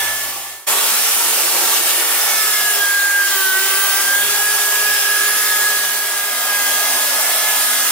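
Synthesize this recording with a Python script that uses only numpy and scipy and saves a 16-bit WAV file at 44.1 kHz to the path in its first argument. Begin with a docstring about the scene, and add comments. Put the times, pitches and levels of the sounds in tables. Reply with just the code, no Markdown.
"""A drill's whine and the hiss of a wire wheel on thin steel tubes come first, sinking within the first second.
A second stretch springs in abruptly and later melts into a third. The gearbox whines at multiples of the motor
speed; load bends the pitch through resonances of casing and garage, so each line swells and drops.
Bristles hiss and make the frame rumble; ringing bands of tube, frame and garage swell during their spells.
Gain control ducks the loud moments, and all of it shares one upper band limit."""
import sys
import numpy as np
from scipy import signal
from scipy.fft import rfft, irfft, next_fast_len
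from scipy.io import wavfile
from scipy.ndimage import uniform_filter1d

SR = 44100
rng = np.random.default_rng(int(sys.argv[2]) if len(sys.argv) > 2 else 0)


def waveform_to_disk(signal):
    """Save audio, clipped to [-1, 1], as 16-bit WAV at the path in sys.argv[1]."""
    frames = np.transpose(np.atleast_2d(signal))
    scaled = np.clip(frames, -1, 1) * 32767
    samples = np.round(scaled).astype(np.int16)
    wavfile.write(sys.argv[1], SR, samples)


N = 348831

# All source levels are set ahead of gain control and fades.
CUT_S, BLEND_S = .665, (5.7, 6.6)  # second stretch starts; second melts into third
WHEEL_RATIO = 4 / 39  # wheel turns per motor turn: four pinion teeth drive a larger gear
RIGHT_LAG_S = 6e-5  # sound reaches the left microphone port first

# How loud each gearbox line arrives at a given motor speed, one table a stretch: speed_turns_per_s,
# mesh_db (at 4 x motor), then first_db, third_db, fifth_db, eighth_db (at 1, 3, 5 and 8 x motor)
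FIRST_LINES = [(432.6, -25, -45, -54, -37, -34), (433.8, -28, -50, -55, -34, -45),
               (434.3, -38, -55, -56, -42, -50), (437, -38, -55, -50, -42, -49),
               (437.8, -31, -55, -45, -40, -48)]
SECOND_LINES = [(383.4, -17.5, -37.5, -34, -26, -34), (385.5, -21, -37, -31, -34, -31),
                (389.3, -24, -40.5, -33.5, -33.5, -28), (395.8, -21.5, -41, -27, -28, -32.5),
                (396, -29, -46, -37, -35, -38), (399, -17.5, -54, -40, -37, -31),
                (402.8, -14, -47, -36, -34.5, -38), (408.2, -17, -42, -34, -39, -26),
                (409, -25, -35.5, -36, -45, -28.5), (415.5, -24, -39, -38, -56, -34.5),
                (418.2, -18.5, -38, -31, -36.5, -37.5), (423, -25.5, -42, -28, -31, -31),
                (429, -28, -43, -28, -34, -39), (434, -21.5, -44, -26.5, -30, -36),
                (440, -31, -45, -30, -30, -31), (452.5, -36, -39.5, -49, -40, -38),
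                (453.5, -54, -41.5, -36.5, -38.5, -56)]
THIRD_LINES = [(405.5, -24.5, -46, -42, -35, -41), (406.3, -22, -50, -32, -31, -42),
               (414, -26, -43, -30, -37, -37), (414.8, -27.5, -51, -36, -27.5, -33),
               (419.4, -26, -55, -28.5, -40, -37), (422, -32, -58, -36, -33, -33),
               (424, -28.5, -56, -36, -36.5, -38)]
# Wheel run-out beating against the mesh, in the first two stretches and in the third:
# time_s, below_db, above_db (lines one wheel turn either side of the mesh)
EARLY_RUNOUT = [(0, -37, -38), (.7, -52, -52), (2.2, -44, -45), (2.7, -30, -34), (3.1, -45, -40),
                (3.32, -33, -26), (3.55, -42, -37), (3.8, -32, -27), (4.07, -45, -34), (4.4, -31, -39),
                (4.7, -40, -48), (5.0, -23, -34), (5.36, -25, -35), (5.45, -31, -43), (6.1, -42, -46)]
THIRD_RUNOUT = [(6.7, -52, -38)]


def drill(early, late, second, third):
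    """Motor and gearbox: casing and garage set each line's level, so the balance shifts with speed."""
    first = np.arange(N) < CUT_S * SR

    def heard_early(hz):
        return np.where(first, columns(FIRST_LINES, hz), columns(SECOND_LINES, hz))

    def heard_late(hz):
        return columns(THIRD_LINES, hz)

    early_whine = second * gearbox(early, heard_early, EARLY_RUNOUT)
    late_whine = third * gearbox(late, heard_late, THIRD_RUNOUT)
    return early_whine + late_whine


SURGE_S, SURGE_DB = (7.4, 7.62), 4  # the wheel digs in: spell, lift of the main lines
SURGE_SECOND_DB = -31.5  # line at 2 x motor while the wheel digs in
SWELL_S, MOVE_S = 0.037, 0.16  # width of a whine swell; time to pass from one spot to the next
SKIRT_DB, SKIRT_HZ = -19, 45  # bristle jolts shake the mesh: rough skirt below its level, and how fast
TOP_WHISTLE, TOP_WHISTLE_DB = 40, -25  # multiple of motor speed, in the band only when load slows the motor
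# Brief swells and drops of the main whine: centre_s, change_db
MESH_SWELLS = [(2.84, 3), (2.91, -2), (3.2, 2.5), (3.28, -2), (4.22, 0.5), (4.28, -3), (4.58, -1.5),
               (5.01, -4), (5.33, 0.5), (6.38, -3.5), (6.54, 3)]
# Thin whine at 12 x motor: speed_turns_per_s, level_db
THIN_WHINE = [(382, -48), (392, -40), (397, -34), (403, -40), (418, -36), (422, -33), (440, -41),
              (456, -33)]
# Wheel wobble on each spot it works: start_s, second_db, third_db, fourth_db, sixth_db
# (levels at 2, 3, 4 and 6 per wheel turn)
WHEEL_WOBBLE = [(0, -48.5, -79, -56, -56.5), (.665, -75, -76, -73, -60), (2.1, -64.5, -62, -66, -64),
                (2.85, -66.5, -71, -70, -56), (3.6, -62, -71, -66, -63), (4.05, -58, -54, -63, -60),
                (4.55, -63, -63, -66, -57), (5.2, -69, -61, -66, -55), (5.5, -63, -60, -61, -58),
                (6.3, -73, -75, -60, -49), (7.0, -76, -75, -57.5, -55), (7.65, -73, -75, -63, -46.5)]


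def gearbox(hz, heard, runout):
    """Four pinion teeth mesh per turn; rotor and wheel run-out add sidebands; heard(hz) gives line levels."""
    turns = np.cumsum(hz) / SR
    t = np.arange(N) / SR
    surge = np.clip(np.minimum(t - SURGE_S[0], SURGE_S[1] - t) / .04, 0, 1)
    mesh_db, rotor_db, *others_db = np.add(heard(hz), SURGE_DB * surge)
    swells_db = sum(db * np.exp(-((t - s) / SWELL_S) ** 2) for s, db in MESH_SWELLS)

    # each line: multiple of motor speed, level in dB, wavering share
    lines = [(4, mesh_db + swells_db, 0.03), (1, rotor_db, 0.11)]
    for k, db in zip((3, 5, 8), others_db):
        lines.append((k, db, .15 if k < 6 else .25))
    for k, db in zip((4 - WHEEL_RATIO, 4 + WHEEL_RATIO), columns(runout, t)):
        lines.append((k, db, .1))
    # high partials reach the ports mostly by reflection and waver more
    lines.append((12, columns(THIN_WHINE, hz)[0], .4))
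    lines.append((2, SURGE_SECOND_DB - 40 * (1 - surge), .15))

    start, *wobble_db = np.transpose(WHEEL_WOBBLE)
    spot = np.maximum(np.searchsorted(start, t, "right") - 1, 0)
    for k, db in zip((2, 3, 4, 6), wobble_db):
        moving_db = uniform_filter1d(db[spot], int(MOVE_S * SR) + 1)
        lines.append((k * WHEEL_RATIO, moving_db, .18))

    speed = hz.mean()
    whine = sum(tone(k * turns, k * speed, db, fuzz, 9.4) for k, db, fuzz in lines)
    skirt = tone(4 * turns, 4 * speed, mesh_db + SKIRT_DB, 1, SKIRT_HZ)
    whistle = tone(TOP_WHISTLE * turns, TOP_WHISTLE * speed, TOP_WHISTLE_DB, 0.51, 30.)
    return whine + skirt + whistle


# Motor speed, one table a stretch; load from the wheel sags it: time_s, speed_turns_per_s
FIRST_SPEED = [(0, 432.5), (0.3, 434), (0.66, 442)]
SECOND_SPEED = [(.66, 456), (1.5, 456), (1.85, 451.7), (2.15, 450), (2.4, 434), (2.6, 421.5), (2.71, 417.5),
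                (2.83, 406), (3.05, 402.6), (3.2, 403), (3.3, 397.4), (3.4, 385.8), (3.5, 380.4),
                (3.57, 382.5), (3.65, 388.5), (3.96, 393.5), (4.12, 400.3), (4.27, 411.2), (4.48, 418.5),
                (4.57, 415.8), (4.93, 418.5), (5.0, 415.2), (5.15, 418.8), (5.42, 421.4), (5.64, 418.5),
                (5.85, 416.2), (6.6, 414.5)]
THIRD_SPEED = [(5.7, 405.5), (5.9, 404), (6.1, 405), (6.25, 409.5), (6.48, 411), (6.68, 407.3),
               (6.9, 416.8), (7.15, 420.2), (7.4, 427.3), (7.5, 425.6), (7.7, 416.2), (7.85, 417.5),
               (7.91, 416)]


def motor_speed():
    """Turns per second under load: one row for the first two stretches, one for the third."""
    t = np.arange(N) / SR
    early = np.where(t < CUT_S, columns(FIRST_SPEED, t)[0], columns(SECOND_SPEED, t)[0])
    return np.array([early, columns(THIRD_SPEED, t)[0]])


DIP_S = 0.04  # width of a brushing dip
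# Brushing level: time_s, hiss_db (bristles), rumble_db (frame)
BRUSH_LEVELS = [(0, -18.5, -30.5), (0.66, -17, -29), (0.67, -12, -25), (1.16, -12.5, -28.5),
                (1.56, -13, -25.5), (1.74, -10.5, -25.5), (2.1, -13.5, -28), (2.5, -13.5, -29),
                (3, -16, -33.5), (3.5, -15.5, -32), (4, -13.5, -29), (4.42, -14.5, -29),
                (4.8, -14.5, -30.5), (5.42, -14, -30), (6.2, -16, -30.5), (6.9, -15.5, -27),
                (7.91, -13.5, -29)]
# Brief dips in the brushing: centre_s, change_db
BRUSH_DIPS = [(1.82, -3), (2.06, -1.5)]
# Relative colour of the bristle hiss: frequency_hz, level_db (per Hz)
HISS_COLOUR = [(600, -36.5), (1000, -20), (1300, -4), (2000, -5.5), (3200, -4.5), (4300, -6), (7800, -4),
               (9200, -2), (11100, -4), (15200, -5.5), (15750, -12)]
# Relative colour of the frame rumble in the first two stretches: frequency_hz, level_db (per Hz)
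RUMBLE_COLOUR = [(15, -70), (25, -51), (123, -36), (244, -9), (285, -24.5), (368, 0), (444, -12),
                 (484, -3.5), (928, 1), (1500, -8), (1950, -34), (3300, -120)]
# The same for another tube, in the third stretch: frequency_hz, level_db (per Hz)
THIRD_RUMBLE_COLOUR = [(15, -64), (25, -29), (168, -28), (201, -31), (251, -16), (433, -10), (667, 1.5),
                       (1150, -3.5), (1500, -17), (2530, -120)]


def brush(turns, third):
    """Thousands of bristle tips a second blur to hiss; the uneven wheel and motor throb through it."""
    t = np.arange(N) / SR
    hiss_db, rumble_db = columns(BRUSH_LEVELS, t)
    wheel_throb = 0.011 * np.cos(2 * np.pi * WHEEL_RATIO * turns)
    motor_throb = 0.054 * np.cos(2 * np.pi * turns)
    snags = gain_of(0.56 * drift(14.0).real)  # the hand's pressure shakes
    dips = gain_of(sum(db * np.exp(-((t - s) / DIP_S) ** 2) for s, db in BRUSH_DIPS))
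    early_rumble = np.sqrt(1 - third ** 2) * noise(RUMBLE_COLOUR, .8, 2.4)
    late_rumble = third * noise(THIRD_RUMBLE_COLOUR, .5, 2.2)
    hiss = gain_of(hiss_db) * noise(HISS_COLOUR, 0.81, 2.48)
    rumble = gain_of(rumble_db) * (early_rumble + late_rumble)
    roar = (1 + wheel_throb + motor_throb) * snags * dips * (hiss + rumble)
    return (1 - third) * garage(roar) + third * roar


RING_FUZZ = 0.85  # share of a high band that wavers
WIDE_BELOW_HZ = 2000  # bands up to here are all wavering, with no steady core
# Narrow and broad ringing bands of tube, frame and garage, each swelling during its spells:
# pitch_hz, width_hz, level_db, spells (pairs of start_s, end_s)
RINGING_BANDS = [(235, 40, -50, [(.67, 1.8)]), (345, 50, -42, [(1.2, 2.2)]), (930, 50, -33, [(.67, .9),
                 (1.2, 1.35), (1.45, 1.7), (1.92, 2.03)]), (1162, 24, -36, [(.75, .95), (1.08, 1.25),
                 (1.4, 1.75)]), (5264, 34, -29, [(2.2, 2.6), (2.72, 2.84), (4.88, 5.22), (5.38, 5.73)]),
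                 (9065, 30, -35, [(3.6, 4), (6.8, 7.95)]), (9050, 600, -28, [(3.6, 4), (6.8, 7.95)]),
                 (11005, 40, -28.5, [(.7, 1.35), (2.1, 2.55), (5.2, 5.65)]), (11520, 50, -37, [(.9, 1.4),
                 (2.1, 2.6), (5.1, 5.8)]), (13660, 40, -35, [(6.5, 7.1), (7.4, 7.95)]),
                 (14188, 50, -32.5, [(2.2, 2.9), (4.35, 5.05), (5.3, 6.1), (6.6, 7), (7.3, 7.7)])]


def ringing():
    """Wavering tones make narrow and broad ringing bands of tube, frame and garage that swell in and out."""
    t = np.arange(N) / SR
    out = np.zeros((2, N))
    for hz, width, db, spells in RINGING_BANDS:
        swell = sum(np.clip(np.minimum(t - start, end - t) / 0.017, 0, 1) for start, end in spells)
        fuzz = RING_FUZZ if hz > WIDE_BELOW_HZ else 1
        out += swell * tone(hz * t, hz, db, fuzz, width / 2)
    return out


# Standing waves of garage and frame in the first two stretches:
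# pitch_hz, width_hz, change_db (below zero a null)
GARAGE_MODES = [(381, 20, 2.5), (486, 25, -5), (804, 21, 5.5), (948, 27, 3), (995, 55, -3.5),
                (1157, 35, 5.5), (1230, 26, -7), (1410, 23, -4.5), (1540, 32, -7.5)]


def garage(x):
    """Standing waves lay narrow peaks and nulls over the brushing."""
    size = next_fast_len(N)
    hz = np.fft.rfftfreq(size, 1 / SR)
    colour_db = sum(db / (1 + (2 * (hz - f) / width) ** 2) for f, width, db in GARAGE_MODES)
    return irfft(rfft(x, size) * gain_of(colour_db), size)[:, :N]


# Stereo image of tones and noise: frequency_hz, likeness (left to right, 0 to 1)
LIKENESS = [(60, 0.74), (450, 0.85), (1400, 0.86), (2400, 0.31), (3500, 0.31), (8500, 0.23), (11700, 0.19),
            (14000, 0.58)]
# Stereo balance of tones and noise: frequency_hz, left_minus_right_db
BALANCE = [(60, -3.5), (240, -3.0), (950, -3), (3770, -1), (15000, -0.5)]


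def tone(turns, hz, db, fuzz, rate_hz):
    """A partial at both ports: a steady part, late on the right, and a partly shared wavering reflection."""
    lag = np.exp(-2j * np.pi * hz * RIGHT_LAG_S * np.array([[0], [1]]))
    side = gain_of(read(BALANCE, hz) * np.array([[.5], [-.5]]))
    share = np.clip(fuzz, 0, 1)
    same = np.clip(read(LIKENESS, hz), 0, 1) ** 2
    left, own = drift(rate_hz, channels=2)
    right = same * left * lag[1] + np.sqrt(1 - same ** 2) * own
    shape = np.sqrt(1 - share) * lag + np.sqrt(share) * np.array([left, right])
    wave = (shape * np.exp(2j * np.pi * (turns + rng.random()))).real
    return np.sqrt(2) * gain_of(db) * side * wave


def noise(spectrum, patchy_db, streaky_db):
    """Random short-time spectra: broad patches, and narrow streaks where crowded tube modes come and go."""
    hz = np.fft.rfftfreq(1024, 1 / SR)
    a, b, c, d, patches, streaks = rng.standard_normal((N // 256 + 5, len(hz), 6)).T
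    # axis 0 is frequency, axis 1 is time
    patches = uniform_filter1d(uniform_filter1d(patches, size=24, axis=0), size=14, axis=1)
    streaks = uniform_filter1d(streaks, size=40, axis=1)
    same = np.clip(read(LIKENESS, hz), 0, 1)[:, None]
    late = np.exp(-2j * np.pi * hz * RIGHT_LAG_S)[:, None]
    left = a + 1j * b
    right = same * late * left + np.sqrt(1 - same ** 2) * (c + 1j * d)
    z = np.array([left, right])
    z *= gain_of(read(BALANCE, hz)[:, None] * np.array([.5, -.5])[:, None, None])
    z *= gain_of(read(spectrum, hz)[:, None] + patchy_db * evened(patches) + streaky_db * evened(streaks))
    return evened(signal.istft(z, nperseg=1024, noverlap=768)[1][:, :N])


def drift(rate_hz, channels=1):
    """Slow complex chance of about unit power: noise through two equal one-pole low-passes."""
    a, b = rng.standard_normal((2, channels, N // 64 + 2))  # one draw every 64 samples
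    r = np.exp(-2 * np.pi * rate_hz * 64 / SR)
    slow = signal.lfilter([1 - r], [1, -r], a + 1j * b)
    slow = signal.lfilter([1 - r], [1, -r], slow)
    slow = slow / np.sqrt(np.mean(abs(slow) ** 2))
    return np.array([np.interp(np.arange(N) / 64, np.arange(slow.shape[1]), c) for c in slow])


def gain_of(db):
    """Decibels to an amplitude factor."""
    return 10 ** (np.asarray(db) / 20)


def evened(x):
    """Scale to unit RMS."""
    return x / np.sqrt(np.mean(x ** 2) + 1e-20)


def read(points, hz):
    """Spectrum points joined on a log-frequency axis."""
    f, value = np.transpose(points)
    return np.interp(np.log(hz + 1), np.log(f + 1), value)


def columns(rows, at):
    """Each further column of a curve table, read at values of its first column."""
    x, *rest = np.transpose(rows)
    return [np.interp(at, x, c) for c in rest]


def overlap():
    """Share of the third stretch, and the level of two unrelated sounds that cross on straight lines."""
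    fade = np.interp(np.arange(N) / SR, BLEND_S, (0, 1))
    return fade, np.hypot(fade, 1 - fade)


def scene():
    """Drill, brush and ringing; while two stretches overlap, their two motor pitches beat."""
    early, late = motor_speed()
    fade, blend = overlap()
    # record() applies the blend level to everything, so it is divided out here
    second = (1 - fade) / blend
    third = np.minimum(fade / blend, 1)
    return drill(early, late, second, third) + brush(np.cumsum(early) / SR, third) + ringing()


DUCK_SHARE, DUCK_FROM_DB, DUCK_S = 0.58, -15.5, .06  # share of the excess taken away, threshold, smoothing
FADE_END_S, FADE_BEND = 0.72, 1.11  # the first stretch sinks towards silence: end point, curve exponent
FADE_IN_S = 0.016  # the second stretch springs in
EDGE_HZ = 15800  # upper band limit


def record(dry):
    """Gain control on the smoothed power, the fades between the stretches, the band limit."""
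    t = np.arange(N) / SR
    span = int(DUCK_S * SR) + 1
    power = abs(uniform_filter1d((dry ** 2).mean(0), span))
    power_db = 10 * np.log10(power + 1e-12)
    excess_db = uniform_filter1d(np.maximum(power_db - DUCK_FROM_DB, 0), span)
    ducked = dry / gain_of(DUCK_SHARE * excess_db)
    fade_out = np.clip(1 - t / FADE_END_S, 0, 1) ** FADE_BEND
    fade_in = np.clip((t - CUT_S) / FADE_IN_S, .03, 1)
    fades = np.where(t < CUT_S, fade_out, fade_in)
    low_pass = signal.firwin(1023, EDGE_HZ, window=("kaiser", 9), fs=SR)
    return signal.oaconvolve(ducked * fades * overlap()[1], low_pass[None], "same")


dry = scene()
out = record(dry)
waveform_to_disk(out)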